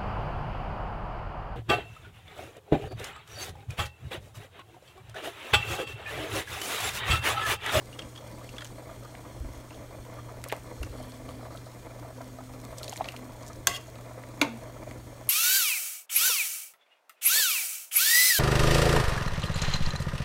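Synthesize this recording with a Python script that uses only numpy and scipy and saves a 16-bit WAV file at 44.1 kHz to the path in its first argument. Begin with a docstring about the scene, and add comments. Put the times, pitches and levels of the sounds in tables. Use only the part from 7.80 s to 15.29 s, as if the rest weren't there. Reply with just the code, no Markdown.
"""A kitchen, small and hard-walled, one microphone close to a steel pot of water boiling on the stove.
Vapour bubbles collapse in bunches and knock the pot wall; cubes of food slide in, plop and splash.
A plate strikes the rim, drags along it and is set down on the counter. Crockery clinks nearby and
dull bumps come through the stove top. Behind it all lie a fine fizz, a mains hum, a low tone that
comes and goes, a low rumble and a steady hiss."""
import sys
import numpy as np
from scipy import signal
from scipy.fft import rfft, irfft, next_fast_len
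from scipy.io import wavfile
from scipy.ndimage import uniform_filter1d

SR = 44100
rng = np.random.default_rng(int(sys.argv[2]) if len(sys.argv) > 2 else 0)


def put_to_file(sound):
    """Save the sound as 16-bit audio at rate SR, in the file named by the first command-line argument."""
    columns = np.atleast_2d(sound).T  # one column per channel
    safe = np.clip(columns, -1, 1)
    whole_steps = np.round(safe * 32767)
    wavfile.write(sys.argv[1], SR, whole_steps.astype(np.int16))


N = 330309

# modes of the plate against the pot rim: pitch_hz, level_db, t60_s
RIM_MODES = [(159, -20, 0.13), (412.5, -17, 0.049), (576, -21, 0.069), (704, -6, 0.12), (1110, -10, 0.16),
             (1586, -4.5, 0.032), (2012, -14, 0.078), (2560, -16, 0.045), (2770, -17, 0.089),
             (3070, -10, 0.036), (3250, -19, 0.069), (3510, -3.5, 0.035), (4430, -8, 0.071),
             (4940, -19, 0.074), (5200, -30, 0.04), (6330, 2.5, 0.029), (6660, -19, 0.073),
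             (7340, -10, 0.047), (8740, -5, 0.026), (11900, -2, 0.024)]


def boil():
    """Bubbles of very unlike sizes collapse in bunches, each a soft push into the pot's modes."""
    # vigour of the boil: time_s, level_db
    vigour = [(0.0, -49.5), (0.21, -50.5), (2.09, -50.5), (2.86, -48.5), (3.15, -47.5), (4.57, -52.5),
              (5.23, -47.5), (5.65, -51), (5.82, -50), (6.55, -49), (7.07, -49.5), (7.49, -51.5)]
    # modes of the water-filled pot: pitch_hz, width_hz, level_db
    pot_modes = [(243, 206, 1.5), (320, 53, 1), (502, 43, -3), (644, 47, 0.5), (731, 25, -7), (846, 95, -6),
                 (988, 28, -6.5), (1142, 45, -3), (1190, 410, -3.5), (1735, 41, -6.5), (2063, 180, 1),
                 (2424, 68, 0), (3200, 150, -16), (4070, 440, -4)]
    base_rate_hz, push_s = 450, .0006
    bunching_db = np.minimum(0.49 * walk(14) + 7.5 * walk(60), 10)
    chance = base_rate_hz / SR * undb(bunching_db)
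    sizes = np.minimum(rng.exponential(size=N), 3.5)
    collapses = (rng.random(N) < chance) * undb(3.7 * sizes) * np.sign(noise(N))
    pushes = np.convolve(collapses, np.hanning(3 + int(push_s * SR)), "same")
    drive = level(pushes, 0) + level(noise(N), -9)
    rings = sum((-1) ** k * undb(db) * band(drive, hz, width) / np.sqrt(width)
                for k, (hz, width, db) in enumerate(pot_modes))
    water = level(rings, 0) + level(surface_bubbles(), -7.5)
    surge_db = .8 * walk(8)
    return water * undb(curve(vigour) + surge_db)


def surface_bubbles():
    """Bubbles burst at the surface in groups of four; each rings a few cycles and rises in pitch."""
    out = np.zeros(N)
    for when, group in zip(rng.random(220), rng.random((220, 4, 3))):
        for late, pitch, softness in group:
            hz = 420 * 3.21 ** pitch ** 1.606
            ring = damped_tone(hz, t60=18 / hz, glide=0.083, rise_s=2 / hz)
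            add(out, when * N / SR + .045 * late, undb(-14 * softness) * ring)
    return out


def knocks():
    """The strongest collapses knock the wall: a low ragged tone, an upper ring, a blur of other modes."""
    # start_s, level_db, pitch_hz, upper_ring_hz, upper_ring_relative_db
    collapses = [(0.297, -48, 473, 1190, -16), (0.416, -36, 626, 880, -17), (0.554, -40, 420, 880, -12),
                 (0.612, -34, 600, 1150, -7), (0.983, -37, 626, 970, -6), (1.03, -39, 613, 1160, -12),
                 (1.091, -37, 660, 1160, -1), (1.112, -29, 650, 1220, -18), (1.224, -33.5, 546, 1230, -11),
                 (1.247, -37.5, 514, 1200, 0.5), (1.321, -35, 630, 1000, -14), (1.343, -37, 720, 970, -13),
                 (1.448, -39, 690, 1140, 2), (1.467, -46, 794, 1220, -2), (1.561, -38, 503, 1070, -8),
                 (1.915, -43, 640, 1000, -1), (2.036, -54, 654, 940, -15), (2.107, -37, 670, 1070, -14),
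                 (2.12, -34, 638, 851, -21), (2.147, -35.5, 514, 974, -16), (2.184, -40, 626, 1020, -8),
                 (2.261, -40, 457, 1010, -1), (2.364, -34, 567, 1170, -7), (2.385, -41.5, 470, 1170, 7),
                 (2.485, -41.5, 436, 982, 4), (2.5, -35, 644, 980, -12), (2.518, -36, 606, 1250, -15),
                 (2.539, -36, 625, 856, -7), (2.66, -29.5, 510, 1100, -8), (3.152, -35.5, 490, 1100, -4),
                 (3.201, -28, 625, 886, -15), (3.333, -40, 635, 1090, -3), (3.483, -34.5, 650, 1130, -6),
                 (3.627, -32, 640, 1240, -13), (3.654, -37.5, 635, 1000, -1.5), (3.704, -36, 530, 1180, -4),
                 (3.747, -36.5, 654, 1280, -2), (3.865, -34, 630, 1260, -7), (4.063, -34.5, 650, 860, -11),
                 (4.187, -31.5, 690, 1190, -13), (4.224, -38, 680, 885, -1), (4.251, -29.5, 654, 1170, -12),
                 (4.274, -38, 610, 980, -8), (4.303, -33.5, 634, 990, -11), (4.378, -32.5, 500, 920, -10),
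                 (4.406, -28, 654, 967, -7.5), (4.585, -30, 641, 1240, -10), (4.602, -36, 799, 984, -4),
                 (4.926, -30, 640, 980, -7.5), (5.01, -31.5, 627, 1340, -7), (5.081, -31, 675, 896, -22),
                 (5.243, -38, 540, 1880, 2), (5.255, -29.5, 696, 860, -9), (5.339, -32.5, 686, 890, -3),
                 (5.629, -41, 654, 1050, 1), (5.699, -30.5, 648, 1250, -7), (5.772, -31, 532, 982, -29),
                 (6.081, -34, 649, 985, -14), (6.157, -35, 650, 1260, -13), (6.307, -35, 624, 980, -6),
                 (6.355, -36, 624, 899, -19), (6.376, -29, 510, 996, -8.5), (6.507, -46, 514, 1160, 6.5),
                 (6.832, -33, 493, 1026, -5), (7.0, -33, 510, 1140, -21), (7.07, -28, 612, 1150, -16),
                 (6.872, -36, 640, 1130, -8), (6.895, -33, 657, 1100, -10), (6.962, -38, 640, 1280, -2),
                 (7.155, -38, 474, 895, -5), (7.195, -42.5, 660, 980, -1), (7.325, -33, 560, 900, -19),
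                 (7.35, -38, 552, 1150, -13), (7.408, -38, 630, 1050, -10)]
    out, t60 = np.zeros(N), 0.044
    for s, db, hz, upper_hz, upper_db in collapses:
        add(out, s, undb(db - 2.2) * damped_tone(hz, t60, 0.031, .0033))
        ragged = band(burst(hz, 0.46 * hz, 1.5 * t60, 0.0069), hz, .5 * hz)
        add(out, s - .004, undb(db - 9) * ragged)
        add(out, s, undb(db + upper_db - 1.5) * damped_tone(upper_hz, 1.14 * t60, .05, 0.0049))
        other_modes = band(burst(1080, 630, 1.3 * t60, 0.0087), 1220, 790)
        add(out, s, undb(db + upper_db) * other_modes)
    return out


def plops():
    """Cubes of food drop into the water: a tone that sinks in pitch inside a puff of noise."""
    # start_s, level_db, pitch_hz, t60_s
    cubes = [(2.7246, -7, 650, 0.008), (5.127, -27.5, 880, 0.032), (5.2, -28, 800, 0.039),
             (5.208, -13.5, 860, 0.023)]
    out = np.zeros(N)
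    for s, db, hz, t60 in cubes:
        add(out, s, undb(db) * damped_tone(hz, t60, glide=-0.46, rise_s=1.09 / hz))
        add(out, s, undb(db - 15.5) * band(burst(hz, .8 * hz, 0.066, 0.0043), hz, .8 * hz))
    return out


def spits():
    """A splash or spit is a small ragged bubble with a burst of spray around it and a wet spatter after."""
    # start_s, level_db, pitch_hz, spray_db
    splashes = [(0.846, -38, 6000, -31.5), (0.853, -41, 5960, -45), (0.866, -41, 6000, -52),
                (0.873, -40, 5670, -55), (1.3513, -33.5, 2100, -58), (2.6398, -30, 8400, -28.5),
                (2.6398, -29, 1990, -56), (2.651, -35, 1800, -60), (2.6856, -31.5, 11200, -48),
                (2.687, -47, 4180, -60), (2.676, -43, 7500, -60), (2.718, -38, 9300, -60),
                (2.7315, -44, 2860, -50), (5.2, -38, 1890, -55), (5.214, -38, 2280, -55),
                (5.22, -41, 3500, -55), (5.114, -38, 3980, -55), (6.1555, -42, 3700, -55),
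                (6.439, -46, 3100, -55), (2.692, -38, 3540, -58), (2.705, -34, 1800, -58),
                (2.706, -43, 3800, -58), (2.6973, -29, 2270, -58), (2.7, -30, 2300, -60),
                (2.7176, -25, 2110, -50), (2.7241, -20, 2050, -27.5), (2.765, -53, 2025, -40),
                (3.237, -42, 3200, -56), (3.489, -39, 2860, -44), (3.3194, -39, 4120, -55),
                (3.652, -36.5, 1580, -62), (3.773, -37.5, 3180, -50), (4.8505, -49, 2320, -37),
                (4.984, -31, 7700, -41), (4.9828, -30.5, 5900, -55), (5.0262, -44, 12000, -50),
                (5.039, -33, 8040, -50), (5.0855, -39, 12500, -55), (5.101, -42, 11500, -58),
                (5.129, -30, 3100, -43), (5.1592, -36, 6960, -48), (5.1852, -39, 14500, -57),
                (5.3893, -48, 13900, -55), (4.997, -39, 3380, -55), (5.031, -26, 4030, -35),
                (5.043, -31, 4400, -40), (5.08, -26.5, 3600, -49), (5.095, -27, 6400, -45),
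                (5.123, -32, 2050, -37), (5.136, -36, 6950, -45), (5.1595, -33.5, 2130, -44),
                (5.167, -29.5, 7080, -54), (5.1748, -30, 3940, -37), (5.2427, -28, 1950, -61),
                (5.255, -34, 2390, -57), (5.244, -32.5, 4160, -50), (5.257, -33, 3600, -54),
                (5.282, -36, 3000, -50), (5.2864, -22, 2600, -36.5), (5.321, -37, 2070, -39),
                (5.34, -45, 1500, -47), (5.3637, -31.5, 3000, -40), (5.625, -41, 5760, -52),
                (5.631, -39, 6100, -60), (5.656, -48, 6800, -60), (5.6705, -39, 6500, -48),
                (5.691, -43, 5770, -60), (5.758, -43, 5670, -60), (5.762, -46, 10500, -60),
                (5.664, -39, 5900, -47), (5.679, -34, 5870, -50), (5.6848, -39, 6400, -38),
                (5.7316, -40, 5600, -47), (0.748, -45, 6000, -60), (0.765, -43, 5800, -60),
                (3.029, -35.5, 11000, -48), (3.031, -36, 4600, -55), (3.047, -41, 5300, -60),
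                (3.2, -43, 4200, -60), (3.76, -42, 8900, -60), (6.07, -45, 6700, -56),
                (6.1544, -42, 2000, -57), (6.4368, -36.5, 1910, -60), (7.111, -32.5, 1910, -45)]
    faint_spits = [(when * N / SR, -46.5 - 10 * softness, 1600 * 5.5 ** pitch, -45.5)
                   for when, softness, pitch in rng.random((60, 3))]
    out, t60, rise_s = np.zeros(N), 0.022, 0.0002
    for s, db, hz, spray_db in splashes + faint_spits:
        glide = 0.29 * min(1, 6000 / hz) ** 2
        add(out, s, undb(db - 9) * damped_tone(hz, t60 * (3000 / hz) ** 0.21, glide, rise_s))
        ragged = band(burst(hz, 0.5 * hz, 0.83 * t60, rise_s), hz, 1.14 * hz)
        add(out, s, undb(db - 5.5) * ragged)
        spatter = band(burst(hz, 1.2 * hz, .07, 0.0058), hz, 1.5 * hz)
        add(out, s, undb(db - 21) * spatter)
        add(out, s, undb(spray_db + 1.5) * burst(6500, 10000, 0.007, 0.00065))
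    return out


def plate_on_rim():
    """The plate strikes the steel rim with a bright crack and a short ring."""
    return strike(RIM_MODES, start_s=5.8705, ring_db=-17.5, rise_cycles=1.25, clatter_db=-19,
                  clatter_t60=0.049, crack_db=-16, crack_hz=6500, bounces_s=(0, 0.0026, 0.0024))


def plate_scrape():
    """The plate drags along the rim: rough friction feeds all modes a little and a favoured one most."""
    # course of the drag: time_s, level_db, favoured_mode_hz
    drag = [(5.875, -37, 1000), (5.896, -31.5, 1110), (5.912, -40.5, 2000), (5.925, -37.5, 2090),
            (5.936, -41, 3280), (5.956, -35.5, 3250), (5.964, -37.5, 2760), (5.976, -43, 2760),
            (5.99, -59, 1100), (6.03, -59, 1100)]
    s, db, favoured_hz = np.transpose(drag)
    t = np.arange(N) / SR
    grit = noise(N) * undb(1.6 * walk(220))
    favoured_log_hz = np.interp(t, s, np.log(favoured_hz))
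    rings = np.zeros(N)
    for hz, _, t60 in RIM_MODES:
        flicker_db = np.clip(3.5 * walk(70), -12, 3)
        favour_db = 10 * np.exp(-((np.log(hz) - favoured_log_hz) / 0.06) ** 2)
        weight = min(3000 / hz, hz / 700) ** 0.46 * min(t60 / 0.088, 1) ** 1.4
        rings += undb(flicker_db + favour_db) * weight * band(grit, hz, 54)
    touching = (t > s[0]) * (t < s[-1])
    rings /= np.sqrt(np.mean(rings[touching] ** 2))
    rasp = level(band(grit, 3400, 8100), -11.5)
    return undb(np.interp(t, s, db)) * touching * (rings + rasp)


def plate_on_counter():
    """The plate lands on the counter with a duller crack and a longer clatter."""
    # pitch_hz, level_db, t60_s
    counter_modes = [(140, -10, 0.19), (287, -5.5, 0.14), (359, -9.5, 0.093), (520, -4.5, 0.032),
                     (740, -6, 0.024), (643, -14, 0.089), (899, -9.5, 0.2), (980, -10, 0.083),
                     (1070, -4.5, 0.046), (1450, -4.5, 0.015), (2150, -13.5, .17), (2240, -2, 0.074),
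                     (2404, -6, 0.039), (3270, -20, 0.04), (3510, -9, 0.05), (3910, -11, 0.03),
                     (4460, -11, 0.037), (5600, -14, 0.019), (6450, -6, 0.025)]
    return strike(counter_modes, start_s=6.614, ring_db=-20, rise_cycles=0.48, clatter_db=-27,
                  clatter_t60=.17, crack_db=-15, crack_hz=2870, bounces_s=(0.00026, .0022))


def strike(modes, start_s, ring_db, rise_cycles, clatter_db, clatter_t60, crack_db, crack_hz, bounces_s):
    """A hard blow: modes ring out, loose parts chatter longest in the bass, each quick bounce cracks."""
    out = np.zeros(N)
    for k, (hz, db, t60) in enumerate(modes):
        rise_s = rise_cycles / hz
        # neighbouring modes swing opposite ways
        ring = (-1) ** k * damped_tone(hz, t60, 0, rise_s * max(1, 650 / hz) ** 0.5)
        # the ring wavers as the plate rocks on its contact
        flutter_db = 4 * walk(hz / 12)[:len(ring)] * np.minimum(1, np.arange(len(ring)) / SR / 0.01)
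        add(out, start_s, undb(ring_db + db + flutter_db) * ring)
        clatter = burst(hz, 0.13 * hz, clatter_t60 * (1000 / hz) ** 0.44, rise_s)
        add(out, start_s, undb(clatter_db + db) * clatter)
    for late_s in bounces_s:
        add(out, start_s + late_s, undb(crack_db) * burst(crack_hz, 0.64 * crack_hz, .012, 0.00023))
    return out


def clinks():
    """Crockery touches nearby: a short rough ring and a bright tick over a duller body."""
    # start_s, level_db, pitch_hz, body_db, t60_s
    touches = [(0.0702, -45.5, 2080, -64, .05), (0.128, -43, 2830, -69, .03),
               (0.138, -44, 2920, -66, 0.031), (0.19, -30, 3246, -43.5, .05),
               (0.22, -37.5, 2800, -60, .018), (0.352, -46, 3070, -58, .03), (0.3597, -39, 3280, -54, .03),
               (0.3757, -39.5, 3300, -52, 0.056), (0.4106, -48, 2050, -68, 0.021),
               (0.645, -44, 2020, -58, .02), (0.6907, -36, 2710, -64, 0.024),
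               (0.766, -45, 2720, -61, 0.027), (0.782, -34, 3370, -43, 0.045),
               (0.8066, -36, 3280, -44, 0.033), (0.8188, -35.5, 3220, -43, 0.031),
               (0.852, -42, 2920, -50, 0.028), (1.906, -45, 2600, -61, .04), (1.926, -46, 2880, -64, .025),
               (1.945, -44, 3350, -70, 0.019), (3.029, -35, 2730, -42, 0.035)]
    out = np.zeros(N)
    for s, db, hz, body_db, t60 in touches:
        add(out, s, undb(db - 1.5) * damped_tone(hz, t60, 0, 0.00063))
        roughness = band(burst(hz, .1 * hz, 1.1 * t60, 0.00068), hz, 870)
        add(out, s, undb(db - 6) * roughness)
        tick = band(burst(4400, 4400, 0.039, 0.00065), 4700, 5500)
        add(out, s, undb(db - 8) * tick)
        body = band(burst(1370, 1400, 0.043, 0.003), 1540, 1500)
        add(out, s, undb(body_db + 9) * body)
    return out


def stove_bumps():
    """Dull, sinking thumps come through the stove top; the stove body answers late."""
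    # start_s, level_db, pitch_hz, first_swing (1 out, -1 in)
    bumps = [(1.605, -24, 65.6, -1), (1.651, -27, 54, 1), (1.699, -35, 75, 1), (1.768, -33, 61.4, 1),
             (3.003, -22.5, 64, 1), (3.039, -29, 101, 1), (3.1, -29.5, 66, 1)]
    out = np.zeros(N)
    for s, db, hz, swing in bumps:
        add(out, s, undb(db) * swing * damped_tone(hz, t60=0.14, glide=-0.25, rise_s=0.0066))
        body = band(burst(280, 110, t60=0.19, rise_s=0.035), 280, 180)
        add(out, s, undb(db - 11) * body)
    return out


def sizzle():
    """Fine spray and steam fizz in the pot's mouth, swelling as food drops in; each resonance flickers."""
    # time_s, level_db
    swell = [(0.0, -54.5), (1.44, -55), (2.5, -57), (3.17, -53), (4.04, -56), (4.8, -56), (5.15, -49.5),
             (5.49, -57), (7.49, -56)]
    # hollow resonances of the mouth: pitch_hz, width_hz, level_db
    mouth = [(3294, 450, 9), (6990, 145, 4), (8030, 210, 0), (3530, 1430, 4), (4230, 165, 7),
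             (4553, 34, 6.5), (5320, 620, 1.5), (6080, 51, 3.5), (6680, 350, 8), (6640, 234, 11.5),
             (7850, 120, 1.5), (8880, 1300, 0), (9800, 770, -0.5), (11630, 1050, -5)]
    droplets = noise(N) * undb(1.8 * walk(150) + 0.3 * walk(21.1))
    fizz = sum((-1) ** k * undb(db + .4 * walk(2.3) + 1.1 * walk(12)) * band(droplets, hz, width)
               for k, (hz, width, db) in enumerate(mouth))
    return level(fizz, -4.5) * undb(curve(swell))


def mains_hum(hz=119.9, db=-48.5):
    """The mains hum is one tone, slightly unsteady in level and phase."""
    t = np.arange(N) / SR
    amplitude = np.sqrt(2) * undb(db + 1.02 * walk(19) + walk(4.06))
    return amplitude * np.sin(2 * np.pi * hz * t + 0.81 * walk(6))


def drone():
    """A low tone comes and goes: it fades in, holds with a slight waver and blur, and fades out."""
    # start_s, length_s, pitch_hz, level_db
    swells = [(3.14, 0.51, 256.2, -51), (4.34, 0.53, 256, -52), (5.346, 0.18, 251.5, -51.5),
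              (6.24, 0.34, 257, -55.5), (6.665, 0.12, 232, -43)]
    t, out = np.arange(N) / SR, np.zeros(N)
    waver, edge_s = 1.43 * walk(4.6), 0.022
    for s, length, hz, db in swells:
        envelope = np.clip(np.minimum(t - s, s + length - t) / edge_s + .5, 0, 1) ** 2
        tone = np.sqrt(2) * np.sin(2 * np.pi * hz * t + waver)
        blur = level(band(band(noise(N), hz, 20), hz, 13), -15.5)
        out += undb(db) * envelope * (tone + blur)
    return out


def room_tone():
    """The kitchen's own air: a steady hiss over a low rumble that breathes a little."""
    # frequency_hz, relative_density_db
    spectrum = [(12, -25), (27, -7.5), (38, -4.5), (55, -4.5), (95, -5), (172, -17.5), (285, -10),
                (642, -24), (1500, -25), (2700, -33), (4300, -40), (6700, -33), (10500, -40), (12500, -39),
                (16000, -37)]
    corner_hz, corner_db = np.transpose(spectrum)
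    size = next_fast_len(N)
    hz = np.arange(1, size // 2 + 2) * SR / size
    colour = undb(np.interp(np.log(hz), np.log(corner_hz), corner_db))
    air = level(irfft(rfft(noise(size)) * colour, size)[:N], -50)
    rumble = signal.lfilter(*signal.butter(2, 900, fs=SR), air)
    hiss = air - rumble
    return hiss + rumble * undb(0.47 * walk(1.68) + 2.8 * walk(25))


def room_echo(near):
    """Walls and tiles return a dense, dull tail a few milliseconds late."""
    t, decay = fade(t60=0.35)
    tail = band(noise(SR), 2350, 4300)[:len(t)] * decay * (t > .004)
    return signal.fftconvolve(near, tail / np.sqrt(np.sum(tail ** 2)))[:N]


def damped_tone(hz, t60, glide, rise_s):
    """A dying sine whose pitch moves from hz to hz * (1 + 2 * glide)."""
    t, decay = fade(t60, rise_s)
    return decay * np.sin(2 * np.pi * hz * t * (1 + glide * t / t[-1]))


def burst(hz, width_hz, t60, rise_s):
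    """A dying puff of noise around one pitch, at most 0.2 s long."""
    decay = fade(min(t60, .2), rise_s)[1]
    return decay * level(band(noise(10000), hz, width_hz), 0)[-len(decay):]


def fade(t60, rise_s=0):
    """Time axis and envelope: an optional soft rise and an exponential decay down to -60 dB."""
    t60 = np.clip(t60, .002, .9)
    t = np.arange(int(t60 * SR)) / SR
    rise = np.minimum(1, (t + 1 / SR) / (rise_s + 1 / SR))
    return t, rise * np.exp(-np.log(1000) * t / t60)


def band(x, hz, width_hz):
    """One resonance, gain 1 at the centre."""
    return signal.lfilter(*signal.iirpeak(hz, hz / width_hz, fs=SR), x)


def walk(rate_hz):
    """Random levels held 1 / rate_hz seconds and smoothed twice; spread near 1."""
    hold = int(SR / rate_hz)
    held = noise(N // hold + 1)[np.arange(N) // hold]
    return 1.3 * uniform_filter1d(uniform_filter1d(held, hold), hold)


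def noise(count):
    return rng.standard_normal(count)


def undb(db):
    return 10 ** (np.asarray(db) / 20)


def level(x, rms_db):
    return x * undb(rms_db) / np.sqrt(np.mean(x ** 2))


def curve(table):
    s, value = np.transpose(table)
    return np.interp(np.arange(N) / SR, s, value)


def add(out, start_s, x):
    i = min(int(start_s * SR), N)
    out[i:i + len(x)] += x[:N - i]


def scene():
    """In mono: pot and crockery up close with a little of the room, the fizz and background behind."""
    near = boil() + knocks() + plops() + spits() + clinks() + stove_bumps()
    near += plate_scrape() + plate_on_rim() + plate_on_counter()
    return (near + undb(-20) * room_echo(near) + sizzle() + mains_hum() + room_tone() + drone())[None]


def record(dry):
    """The input stage rounds the hardest peaks and the recorder cuts the top steeply."""
    ceiling, top_hz = .75, 15700
    rounded = ceiling * np.tanh(dry / ceiling)
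    return signal.sosfilt(signal.ellip(10, .2, 70, top_hz, fs=SR, output="sos"), rounded)


dry = scene()
out = record(dry)
put_to_file(out)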